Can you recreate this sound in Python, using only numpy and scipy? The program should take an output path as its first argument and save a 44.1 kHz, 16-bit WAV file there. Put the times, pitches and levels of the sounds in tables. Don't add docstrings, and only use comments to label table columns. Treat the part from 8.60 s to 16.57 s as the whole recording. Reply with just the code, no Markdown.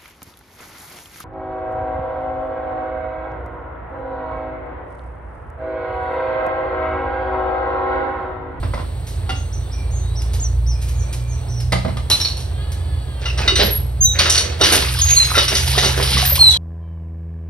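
import sys
import numpy as np
from scipy import signal
from scipy.fft import rfft, irfft, next_fast_len
from scipy.io import wavfile

SR = 44100
rng = np.random.default_rng(int(sys.argv[2]) if len(sys.argv) > 2 else 0)


def unload_audio(sound):
    columns = np.transpose(np.atleast_2d(sound))
    steps = np.round(np.clip(columns, -1, 1) * 32767)
    wavfile.write(sys.argv[1], SR, steps.astype(np.int16))


N = 351666
TIME = np.arange(N) / SR
SIDES = np.array([[1], [-1]])

# [t/s, level/dB, ring over rattle/dB, brightness/(dB/octave), favoured mode f/Hz]
IRON_CLANKS = [(4.656, -30, -4.5, -2, 2820), (4.776, -33, -5, 5, 5490), (4.877, -19.5, 0, -2.5, 3750),
               (4.955, -19.5, -7, 2, 3750), (5.005, -33, -2, 6, 4030), (5.588, -12.5, -10.5, 1.5, 4430),
               (5.654, -20, -10, -2, 3750), (5.697, -17.5, -8.5, 10.5, 7170), (5.747, -17.5, -9, 2.5, 4430),
               (5.777, -20, -3.5, 8.5, 4430), (6.011, -21, 0, 2, 3750), (6.037, -14, -9.5, 2.5, 5950),
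               (6.122, -18, -8, 7, 4430), (6.752, -28, 5, -1.5, 1370), (6.779, -15, -5.5, -0.5, 3750),
               (6.88, -18.5, -7, 2, 5490), (6.95, -17.5, -9, 7.5, 4820), (7.178, -17.5, -11, 3.5, 3750),
               (7.245, -16.5, -8.5, 4, 4430), (7.577, -20.5, -13.5, 2.5, 5490)]
# [f/Hz, level/dB, t60/s]
IRON_MODES = [(1370, -7, .2), (2030, -5, .14), (2610, -9, .12), (2820, -4, .17), (3000, -7, .2),
              (3640, -6, .1), (3748, -1, .11), (4030, -8, .1), (4430, -3, .15), (4820, -9, .14),
              (5490, -5, .12), (5950, -4, .18), (7170, -16, .08), (7710, -12, .15), (8450, -12, .13),
              (9500, -14, .12)]
# [f/Hz, level/dB]
WEAK_MODE_COLOUR = [(1100, -2.5), (3000, -9.5), (6000, 1), (7300, -65), (9000, 1), (12400, -33.5)]
# [f/Hz, level/dB]
RATTLE_SPECTRUM = [(150, -11), (500, 10.5), (1400, 15.5), (2700, 16), (4300, 16.5), (6000, 11.5),
                   (8000, -2), (11500, -3), (15500, -48)]
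IRON_CENTRE_HZ = 3750
RATTLE_T60_S, RATTLE_HALVES_DB = 0.12, 8
CONTACT_T60_S = 0.0054
# [start t/s, end t/s, start f/Hz, end f/Hz, level/dB]
PIVOT_SQUEALS = [(5.026, 5.08, 11770, 11400, -24), (5.104, 5.185, 11460, 11320, -20.5),
                 (5.406, 5.468, 6517, 6050, -13), (5.452, 5.521, 3920, 3760, -18),
                 (6.411, 6.594, 6500, 6470, -14), (6.561, 6.635, 4240, 4000, -10),
                 (7.654, 7.746, 12120, 12150, -18.5), (7.789, 7.917, 4290, 3850, -8),
                 (7.896, 7.919, 6180, 6000, -21), (7.905, 7.992, 3570, 3080, -21.5)]
# [start t/s, end t/s, start f/Hz, end f/Hz, level/dB]
ROD_CREAKS = [(4.675, 4.715, 2860, 2580, -28.5), (4.817, 4.848, 2620, 2530, -32),
              (4.957, 4.99, 4230, 4060, -21)]
# [t/s, peak level/dB, t60/s]
VALVE_GULPS = [(4.62, -32, 0.99), (4.79, -22.5, 0.57), (5.0, -13, 0.34), (5.036, -21, 0.15),
               (5.56, -26.5, 0.3), (5.605, -23.5, 0.84), (5.78, -24.5, 0.99), (6.015, -17.5, 0.58),
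               (6.125, -13, 0.33), (6.775, -17.5, 0.14), (6.928, -19.5, 0.22), (7.178, -18.5, 0.13),
               (7.236, -15.5, 0.26), (7.38, -19.5, 0.52), (7.55, -33, 0.31)]
# [f/Hz, level/dB]
GULP_SPECTRUM = [(100, -7), (195, 1), (270, -10.5), (370, 2.5), (600, 2), (1000, -6), (1500, -1.5),
                 (2400, -4.5), (4500, -5.5), (10000, -30)]
# [t/s, f/Hz, level/dB]
AIR_PLOPS = [(4.92, 366, -14), (4.998, 392, -13.5), (5.04, 208.7, -17.5), (5.603, 580, -11.5),
             (6.013, 373, -15.5), (6.116, 350, -14), (6.773, 570, -9), (6.928, 623, -14.5),
             (7.174, 420, -11.5), (7.177, 687, -5), (7.577, 2060, -2), (7.625, 723, -8.5), (7.72, 570, -16),
             (7.778, 1045, -9), (7.794, 766, -15)]
PLOP_CYCLES, PLOP_RISE = 23, 0.036
PUMPING_STARTS_S, GULP_SWELL_DB_PER_S = 4.55, 730
# [t/s, peak level/dB]
SPOUT_GUSHES = [(6.138, -17.5), (6.53, -24.5), (6.79, -22.5), (7.16, -20.5), (7.58, -18.5)]
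GUSH_SWELL_DB_PER_S, GUSH_T60_S = 50, 0.73
STREAM_STARTS_S, STREAM_OPENS_S, STREAM_DB = 5.97, 0.13, -29.5
# [t/s, level/dB, brightness/(dB/octave)]
WATER_SLAPS = [(6.221, -13.5, -5), (6.387, -16, 3), (6.485, -12.5, -5), (6.505, -10, -3), (6.553, -17, 2),
               (7.076, -10.5, -1), (7.429, -13, 0), (7.515, -13, -4), (7.545, -15, -9.5), (7.65, -10, 0.5),
               (7.754, -8, 0.5), (7.912, -17, 4)]
# [f/Hz, level/dB]
SPLASH_SPECTRUM = [(200, -1.5), (400, -32), (800, -37), (1500, -0.5), (3000, 8), (5000, 8.5), (7000, -2.5),
                   (9000, 5), (12000, 1), (14000, -10), (15500, -20)]
SPLAT_CENTRE_HZ, SPLAT_T60_S = 3500, 0.091
# [t/s, level/dB, t60/s, brightness/(dB/octave)]
BASIN_KNOCKS = [(3.121, -11.5, 0.07, 3), (3.128, -8.5, 0.045, 1), (3.155, -18, 0.051, -2),
                (3.248, -19.5, 0.14, -3.5), (3.279, -24, 0.14, -0.5), (3.369, -22, 0.07, 2)]
# [f/Hz, level/dB, t60/s]
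BASIN_MODES = [(173, 0, 0.082), (357, -9, 0.079), (579, -3.5, 0.067), (659, 1, 0.11), (775, -3, .09),
               (890, -8, 0.053), (1210, -1, 0.072), (2065, -2.5, 0.051), (3350, -17, 0.032)]
# [t/s, level/dB, t60/s, brightness/(dB/octave)]
WOOD_TAPS = [(.029, -24, 0.18, -2.5), (.136, -22, 0.12, -1), (.176, -28, 0.14, -1),
             (.196, -30.5, 0.18, -1.5)]
# [f/Hz, level/dB, t60/s]
WOOD_MODES = [(305, -11, 0.052), (570, -5.5, 0.077), (1026, 6.5, 0.021), (1256, 8.5, 0.016),
              (2030, -4.5, 0.045)]
# [t/s, level/dB, t60/s, brightness/(dB/octave)]
POT_CLINKS = [(.692, -21.5, 0.12, 1.5), (.702, -26.5, 0.062, 3.5), (.716, -30, 0.048, -1)]
# [f/Hz, level/dB, t60/s]
POT_MODES = [(763, 6, 0.16), (1395, 2, 0.062), (2040, -2, 0.084), (2816, -2.5, 0.16), (3430, -6, 0.084),
             (3795, -7.5, 0.079), (4457, -20, 0.13)]
# [f/Hz, level/dB]
CONTACT_SPECTRUM = [(160, -3), (250, -3), (400, -9.5), (700, -6.5), (1200, -8), (2100, -15.5), (3000, -17),
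                    (4500, -17.5), (7000, -30.5), (10000, -30.5), (15000, -51)]
# [t/s, level/dB, t60/s, ring over scrape/dB]
UTENSIL_SKITTERS = [(3.5, -7.5, 0.041, -7), (3.51, -16.5, 0.2, -1.5), (3.6, -21, 0.11, 1),
                    (3.647, -31, 0.14, 10), (3.682, -32, 0.18, 5.5), (3.768, -33, 0.25, -9),
                    (3.803, -33, 0.11, -11)]
# [f/Hz, level/dB, t60/s of the free ring, halved by the grit]
BLADE_MODES = [(2820, -11, 0.11), (3820, 8.5, 0.091), (4060, 12.5, 0.1), (4230, 10, 0.07),
               (4350, 11.5, 0.081), (5300, -6, .04), (5530, 7, 0.046)]
# [f/Hz, level/dB]
SCRAPE_SPECTRUM = [(200, 1.5), (500, -3), (1000, 4), (2000, -5.5), (3000, 4), (4200, -6), (5500, 5),
                   (7500, -6), (10000, 0), (13000, -8), (15500, -32)]
# [t/s, level/dB, t60/s]
FOOT_SCUFFS = [(.467, -33.5, 0.27), (1.618, -18, 0.025), (1.732, -27.5, 0.17), (2.214, -32, 0.23),
               (2.28, -31.5, 0.18), (2.526, -24, 0.12), (3.0, -26.5, 0.079), (4.117, -24, 0.065)]
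# [f/Hz, level/dB]
GRIT_SPECTRUM = [(200, -4), (1000, 3), (3000, 7.5), (5500, 9.5), (8500, 6.5), (12000, 4), (15500, -15)]
# [t/s, length/s, start f/Hz, top f/Hz, end f/Hz, share of the call before its top, level/dB]
CHICK_PEEPS = [(0.746, 0.043, 4870, 6530, 6100, 0.49, -39), (0.924, 0.038, 5040, 6220, 5760, 0.48, -33),
               (1.114, 0.039, 4800, 5840, 5600, 0.65, -35), (1.307, 0.094, 5560, 6760, 6130, 0.28, -36),
               (1.554, 0.063, 4850, 5900, 5030, 0.46, -30), (1.797, 0.082, 5300, 7050, 5800, 0.22, -22),
               (2.061, 0.085, 4720, 6050, 5200, 0.3, -29), (2.335, 0.092, 6100, 6850, 5770, 0.25, -51),
               (2.677, 0.068, 5950, 6500, 5670, 0.28, -42), (2.88, 0.063, 5000, 6100, 5350, 0.46, -38),
               (2.953, 0.075, 5300, 5860, 5100, 0.23, -35)]
PEEP_ECHO_DB = -38.5
# [t/s, f/Hz, level/dB]
CROW_CURVE = [(3.84, 367, -55), (4.02, 415.4, -41.5), (4.12, 428, -53), (4.33, 427.3, -47.5),
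              (4.46, 416, -50.5), (4.6, 390, -46)]
# [f/Hz, level/dB]
THROAT_SPECTRUM = [(420, -14), (840, -10), (1680, -2), (2100, -12), (2520, -12), (3360, -0.5), (3800, -7.5),
                   (4650, -6)]
# [start t/s, end t/s, start f/Hz, end f/Hz, level/dB]
FAR_BIRD_CALLS = [(1, 1.12, 3760, 3470, -50), (1.38, 1.56, 3600, 4080, -47), (1.11, 1.27, 2390, 2340, -45),
                  (2.1, 2.8, 2420, 2350, -50.5)]
# [t/s, firing f/Hz]
ENGINE_FIRING = [(0, 53.58), (1.1, 56.63), (3.1, 60.25), (5.6, 60.95), (7.97, 66.68)]
# [t/s, fundamental level/dB, octave level/dB]
ENGINE_LEVELS = [(0, -25, -33), (1.2, -24, -35), (1.4, -19, -28.5), (2.1, -15.5, -28), (2.6, -21, -27),
                 (3.05, -23, -22), (3.65, -26.5, -36), (4.75, -21.5, -31), (5.55, -22, -31.5),
                 (5.72, -35, -45), (6.05, -33, -34), (6.3, -19, -27.5), (6.85, -24.5, -28.5),
                 (7.62, -16, -20.5), (7.97, -27, -31.5)]
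# [f/Hz, level/dB]
RUMBLE_SPECTRUM = [(20, -66), (36, -69), (50, -13), (70, -6.5), (84, 4), (100, -14), (125, -11.5),
                   (150, -16.5), (200, -78), (400, -55.5)]
# [f/Hz, level/dB]
AIR_SPECTRUM = [(170, -0.5), (250, -3), (450, -3.5), (800, -5.5), (1300, -14), (2500, -19.5), (4500, -16),
                (6000, -73), (8300, -7), (9500, -42), (13000, -68), (15500, -70)]
# [f/Hz, t60/s]
PORCH_DECAY = [(150, 0.68), (700, 0.33), (3000, 0.41), (7000, 0.38), (15000, 0.29)]
# [f/Hz, side minus mid level/dB]
PORCH_WIDTH = [(150, -2), (700, 2), (2500, 1), (4500, -5), (12000, -7)]
# [f/Hz, lead/rad]
LEFT_LEAD = [(20, 0), (250, 0), (700, 1.4), (1800, .8), (3300, 1.5), (4500, 1.4), (5300, .4), (7300, 3.14),
             (8300, 3.8), (9700, 6.28), (11600, 6.28), (12800, 9.2), (15000, 9.6), (16000, 12)]
# [f/Hz, left minus right level/dB]
LEFT_OVER_RIGHT = [(60, -1), (110, -3.5), (200, -3.5), (380, -8.5), (700, -5), (1290, 1), (2380, 0.0),
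                   (4400, -1.5), (8120, 0.5), (15000, -1)]
CUTOFF_HZ = 15650


def from_db(db):
    return np.exp(np.asarray(db) * (np.log(10) / 20))


def rms_one(x):
    return x / np.sqrt(np.mean(x ** 2) + 1e-20)


def decay(t, t60):
    return np.exp(-np.log(1000) * t / t60)


def in_time(rows):
    s, *columns = np.transpose(rows)
    return [np.interp(TIME, s, c) for c in columns]


def at_hz(points, hz):
    table_hz, values = np.array(points).T
    return np.interp(np.log(np.maximum(hz, 1)), np.log(table_hz), values)


def drift(rate):
    knots = rng.standard_normal(4096)
    return rms_one(np.interp(TIME * rate, np.arange(len(knots)), knots))


def colour(x, spectrum):
    size = next_fast_len(N)
    hz = np.arange(size // 2 + 1) * SR / size
    return rms_one(irfft(rfft(x, size) * from_db(at_hz(spectrum, hz)), size)[..., :N])


def octaves(x):
    size = next_fast_len(N)
    spectrum, hz = rfft(x, size), np.arange(size // 2 + 1) * SR / size
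    octave = np.clip(np.round(np.log2(np.maximum(hz, 1) / 1000)), -1, 3)
    return [(1000 * 2. ** k, irfft(spectrum * (octave == k), size)[:N]) for k in range(-1, 4)]


def lumpy(x, lump_db, rate):
    return rms_one(sum(band * from_db(lump_db * drift(rate)) for _, band in octaves(x)))


def grains(per_s, spread_db):
    sizes = from_db(spread_db * np.minimum(rng.exponential(1, N), 5)) * rng.choice([-1, 1], N)
    return sizes * (rng.random(N) < per_s / SR)


def bursts(rows, rise_s):
    power = np.zeros(N)
    for s, level_db, t60 in rows:
        at = int(s * SR)
        span = TIME[:min(N - at, int(t60 * SR))]
        rise = np.minimum(span / rise_s, 1)
        power[at:at + len(span)] += from_db(level_db) ** 2 * rise * decay(span, t60) ** 2
    return np.sqrt(power)


def bright_bursts(noise, s, level_db, t60, tilt_db, centre_hz, rise_s):
    out = np.zeros(N)
    for hz, band in octaves(noise):
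        band_db = level_db + tilt_db * np.log2(hz / centre_hz)
        out += band * bursts(zip(s, band_db, t60), rise_s)
    return out


def surges(rows, swell_db_per_s):
    t, power = TIME[::32], 0
    for s, level_db, t60 in rows:
        slope_db = np.minimum(swell_db_per_s * (t - s), -60 * (t - s) / t60)
        power = power + from_db(level_db + slope_db) ** 2
    return np.interp(TIME, t, np.sqrt(power))


def ring(clicks, hz, t60):
    r, w = decay(1 / SR, t60), 2 * np.pi * hz / SR
    return signal.lfilter([0, np.sin(w)], [1, -2 * r * np.cos(w), r * r], clicks + 1e-18)


def strike(rows, modes, tilt_db, centre_hz):
    s, level_db = np.transpose(rows)[:2]
    chance_db = 2.5 * rng.standard_normal((len(s), len(modes)))
    out = np.zeros(N)
    for k, (hz, mode_db, t60) in enumerate(modes):
        t = TIME[:int(t60 * SR)]
        tone = np.sin(2 * np.pi * hz * t) * (decay(t, t60) - decay(t, CONTACT_T60_S))
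        strengths = from_db(level_db + mode_db + tilt_db * np.log2(hz / centre_hz) + chance_db[:, k])
        for at, strength in zip((s * SR).astype(int), strengths):
            out[at:at + len(tone)] += strength * tone[:N - at]
    return out


def glides(rows, attack_s, release_s, waver, octave_db):
    out, wobble = np.zeros(N), 1 + waver * drift(250)
    for start, end, start_hz, end_hz, level_db in rows:
        on = (TIME > start) & (TIME < end)
        t = TIME[on]
        hz = np.interp(t, [start, end], [start_hz, end_hz]) * wobble[on]
        phase = 2 * np.pi * np.cumsum(hz) / SR
        swell = np.clip(np.minimum((t - start) / attack_s, (end - t) / release_s), 0, 1)
        octave = from_db(octave_db) * np.sin(2 * phase) * (start_hz < SR / 4)
        out[on] += from_db(level_db) * swell * (np.sin(phase) + octave)
    return out


def bubbles(level, per_s, low_hz, high_hz, cycles, rise, count=2000):
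    out, draws = np.zeros(N), rng.random((count, 3))
    births = PUMPING_STARTS_S - np.cumsum(np.log(1 - draws[:, 0])) / per_s
    for s, (_, size, strength) in zip(births, draws):
        at, hz = int(s * SR), low_hz * (high_hz / low_hz) ** size
        if at >= N:
            break
        life = cycles / hz
        t = TIME[:min(int(life * SR), N - at)]
        fade = strength ** 2 * decay(t, life)
        out[at:at + len(t)] += level[at] * fade * np.sin(2 * np.pi * hz * t * (1 + rise * t / life))
    return out


def linkage(crowd_db=-19.0, crowd_t60=0.19, favoured_t60=0.1):
    s, level_db, ring_db, tilt_db, favoured_hz = np.transpose(IRON_CLANKS)
    t60 = RATTLE_T60_S * 2 ** (-ring_db / RATTLE_HALVES_DB)
    rattle = colour(grains(1800, spread_db=2.5), RATTLE_SPECTRUM)
    chatter = bright_bursts(rattle, s, level_db, t60, tilt_db, IRON_CENTRE_HZ, rise_s=0.0098)

    ringing = np.column_stack([s, level_db + ring_db])
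    main = strike(ringing, IRON_MODES, tilt_db, IRON_CENTRE_HZ)
    weak_hz = np.geomspace(1100, 12400, 44) * rng.uniform(.98, 1.02, 44)
    weak_modes = [(hz, crowd_db + at_hz(WEAK_MODE_COLOUR, hz), crowd_t60) for hz in weak_hz]
    crowd = strike(IRON_CLANKS, weak_modes, tilt_db, IRON_CENTRE_HZ)
    casting = from_db(-3.5) * chatter + from_db(-1) * main + crowd

    favoured = np.zeros(N)
    for blow, wanted_hz in zip(ringing, favoured_hz):
        hz = min(IRON_MODES, key=lambda mode: abs(mode[0] - wanted_hz))[0]
        favoured += strike([blow], [(hz, 0, favoured_t60)], 0, hz)
    return from_db(7.0) * casting + from_db(11.0) * favoured


def pivot(flutter_db=2.5):
    squeals = glides(PIVOT_SQUEALS, attack_s=0.0084, release_s=0.0047, waver=0.004, octave_db=-16.0)
    creaks = glides(ROD_CREAKS, attack_s=0.0041, release_s=0.011, waver=0.011, octave_db=-10)
    return squeals * from_db(flutter_db * drift(90)) + creaks * from_db(3 * drift(300))


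def barrel():
    suction = surges(VALVE_GULPS, GULP_SWELL_DB_PER_S)
    gulp = suction * lumpy(colour(grains(1500, spread_db=2.0), GULP_SPECTRUM), lump_db=2.5, rate=60)
    glugs = bubbles(suction, per_s=170, low_hz=260, high_hz=2400, cycles=13, rise=0.08)
    return gulp + from_db(5.0) * glugs + from_db(2.0) * plops()


def plops(onset_s=0.0044):
    out = np.zeros(N)
    for s, hz, level_db in AIR_PLOPS:
        at, life = int(s * SR), PLOP_CYCLES / hz
        t = TIME[:min(int(life * SR), N - at)]
        fade = np.minimum(t / onset_s, 1) * decay(t, life)
        out[at:at + len(t)] += from_db(level_db) * fade * np.sin(2 * np.pi * hz * t * (1 + PLOP_RISE * t / life))
    return out


def spout():
    gushes = surges([(s, db, GUSH_T60_S) for s, db in SPOUT_GUSHES], GUSH_SWELL_DB_PER_S)
    opening = np.clip((TIME - STREAM_STARTS_S) / STREAM_OPENS_S, 0, 1)
    flow = np.hypot(from_db(STREAM_DB), gushes) * opening
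    spray = flow * lumpy(colour(grains(1400, spread_db=0.5), SPLASH_SPECTRUM), lump_db=4.0, rate=55)
    drops = flow * droplets(per_s=260, spread_db=3, cycles=30)
    froth = bubbles(flow, per_s=420, low_hz=380, high_hz=5200, cycles=17, rise=0.05)
    return spray + from_db(-7) * drops + from_db(-2.5) * froth


def slaps():
    s, level_db, tilt_db = np.transpose(WATER_SLAPS)
    t60 = np.full(len(s), SPLAT_T60_S)
    spatter = colour(grains(2500, spread_db=0.5), SPLASH_SPECTRUM)
    return bright_bursts(spatter, s, level_db, t60, tilt_db, SPLAT_CENTRE_HZ, rise_s=0.0035)


def droplets(per_s, spread_db, cycles, count=24):
    pitches = np.geomspace(900, 6300, count)
    return rms_one(sum(ring(grains(per_s / count, spread_db), hz, cycles / hz) for hz in pitches))


def chores():
    basin = knock(BASIN_KNOCKS, BASIN_MODES, ring_db=-6.0)
    wood = knock(WOOD_TAPS, WOOD_MODES, ring_db=2.5)
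    pot = knock(POT_CLINKS, POT_MODES, ring_db=-5.5)
    steps = bursts(FOOT_SCUFFS, rise_s=.012) * colour(grains(5000, spread_db=2.0), GRIT_SPECTRUM)
    return basin + wood + pot + utensil() + steps


def knock(rows, modes, ring_db):
    s, level_db, t60, tilt_db = np.transpose(rows)
    centre_hz = 1000
    noise = colour(grains(8000, spread_db=2.5), CONTACT_SPECTRUM)
    contact = bright_bursts(noise, s, level_db, t60, tilt_db, centre_hz, rise_s=0.0043)
    return contact + from_db(ring_db) * strike(rows, modes, tilt_db, centre_hz)


def utensil():
    s, level_db, t60, ring_db = np.transpose(UTENSIL_SKITTERS)
    catches = grains(900, spread_db=3)
    blade = np.zeros(N)
    for hz, mode_db, free_t60 in BLADE_MODES:
        blade += from_db(mode_db + 5.3 * drift(40)) * ring(catches, hz, free_t60 / 2)
    scrape = colour(grains(5000, spread_db=3.5), SCRAPE_SPECTRUM)
    scraping = scrape * bursts(zip(s, level_db, t60), rise_s=0.0019)
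    ringing = rms_one(blade) * bursts(zip(s, level_db + ring_db, t60), rise_s=0.0057)
    return from_db(0.5) * scraping + from_db(5.5) * ringing


def chicks(levels_db, waver=0.0055):
    out, quaver = np.zeros(N), 1 + waver * drift(500)
    for (s, length, start_hz, top_hz, end_hz, rising, _), level_db in zip(CHICK_PEEPS, levels_db):
        at, along = int(s * SR), np.linspace(0, 1, int(length * SR))
        turn = np.interp(along, [0, np.clip(rising, .1, .9), 1], [0, np.pi / 2, np.pi])
        climb_hz = start_hz + (top_hz - start_hz) * np.sin(turn)
        sink_hz = end_hz + (top_hz - end_hz) * np.sin(turn) ** 4
        hz = np.where(turn < np.pi / 2, climb_hz, sink_hz)
        phase = 2 * np.pi * np.cumsum(hz * quaver[at:at + len(along)]) / SR
        out[at:at + len(hz)] += from_db(level_db) * np.sqrt(4 * along * (1 - along)) * np.sin(phase)
    return out


def rooster(waver=0.0061, count=11):
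    hz, level_db = in_time(CROW_CURVE)
    on, out = (TIME > CROW_CURVE[0][0]) & (TIME < CROW_CURVE[-1][0]), np.zeros(N)
    hz = (hz * (1 + waver * drift(60)))[on]
    phase = 2 * np.pi * np.cumsum(hz) / SR
    for k in range(1, count + 1):
        out[on] += from_db(level_db[on] + at_hz(THROAT_SPECTRUM, k * hz)) * np.sin(k * phase)
    return out


def far_birds(flutter_db=4):
    calls = glides(FAR_BIRD_CALLS, attack_s=.04, release_s=.04, waver=.014, octave_db=-20)
    return calls * from_db(flutter_db * np.tanh(drift(70)))


def engine(first_db=-3.0, second_db=-1.5, throb_db=1.5):
    hz, = in_time(ENGINE_FIRING)
    low_db, high_db = in_time(ENGINE_LEVELS)
    phase = 2 * np.pi * np.cumsum(hz * (1 + 0.00757 * drift(12))) / SR
    first = from_db(low_db + first_db) * np.sin(phase)
    second = from_db(high_db + second_db) * np.sin(2 * phase)
    orders = np.sqrt(2) * (first + second)
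    rumble = colour(rng.standard_normal(N), RUMBLE_SPECTRUM)
    return orders * from_db(throb_db * drift(9.1)) + from_db(-25.0) * rumble


def outdoors(air_db=-39, apart_db=-9):
    mid, side = colour(rng.standard_normal((2, N)), AIR_SPECTRUM)
    sway_db = 1.2 * drift(6)
    return from_db(air_db + sway_db) * (mid + from_db(apart_db) * side * SIDES)


def porch(x, wet_db, first_s=0.0064):
    t, edges = TIME[:SR // 2], np.geomspace(100, 16000, 9)
    white, echo = rng.standard_normal((len(edges), 2, len(t))), 0
    for low, high, noise in zip(edges, edges[1:], white):
        band = signal.butter(2, [low, high], "band", fs=SR, output="sos")
        mid, side = signal.sosfilt(band, noise)
        hz = np.sqrt(low * high)
        apart = from_db(at_hz(PORCH_WIDTH, hz))
        pair = (mid + apart * side * SIDES) / np.hypot(1, apart)
        echo = echo + pair * decay(t, at_hz(PORCH_DECAY, hz)) * (t > first_s)
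    echo = echo * from_db(wet_db) / np.sqrt(np.sum(echo ** 2) / 2)
    wet = signal.fftconvolve(x[None], echo, axes=1)[:, :N]
    return (x + wet) / np.sqrt(1 + from_db(wet_db) ** 2)


def scene():
    water = barrel() + from_db(-3.5) * slaps() + spout()
    pump = porch(linkage() + water + from_db(3.0) * pivot(), wet_db=-6.5)
    work = porch(chores(), wet_db=-4.5)
    direct_peeps = from_db(-2.5) * chicks([row[-1] for row in CHICK_PEEPS])
    peep_echoes = porch(chicks([PEEP_ECHO_DB] * len(CHICK_PEEPS)), wet_db=20)
    far = porch(rooster() + far_birds(), wet_db=-2)
    return pump + work + direct_peeps + peep_echoes + far + engine() + outdoors()


def record(dry):
    size = next_fast_len(N + SR // 4)
    hz = np.arange(size // 2 + 1) * SR / size
    halves = SIDES / 2
    ports = from_db(halves * at_hz(LEFT_OVER_RIGHT, hz)) * np.exp(1j * halves * at_hz(LEFT_LEAD, hz))
    heard = irfft(rfft(dry, size) * ports, size)[:, :N]
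    rounded = heard / (1 + heard ** 6) ** (1 / 6)
    return signal.sosfilt(signal.ellip(10, .1, 80, CUTOFF_HZ, fs=SR, output="sos"), rounded)


dry = scene()
out = record(dry)
unload_audio(out)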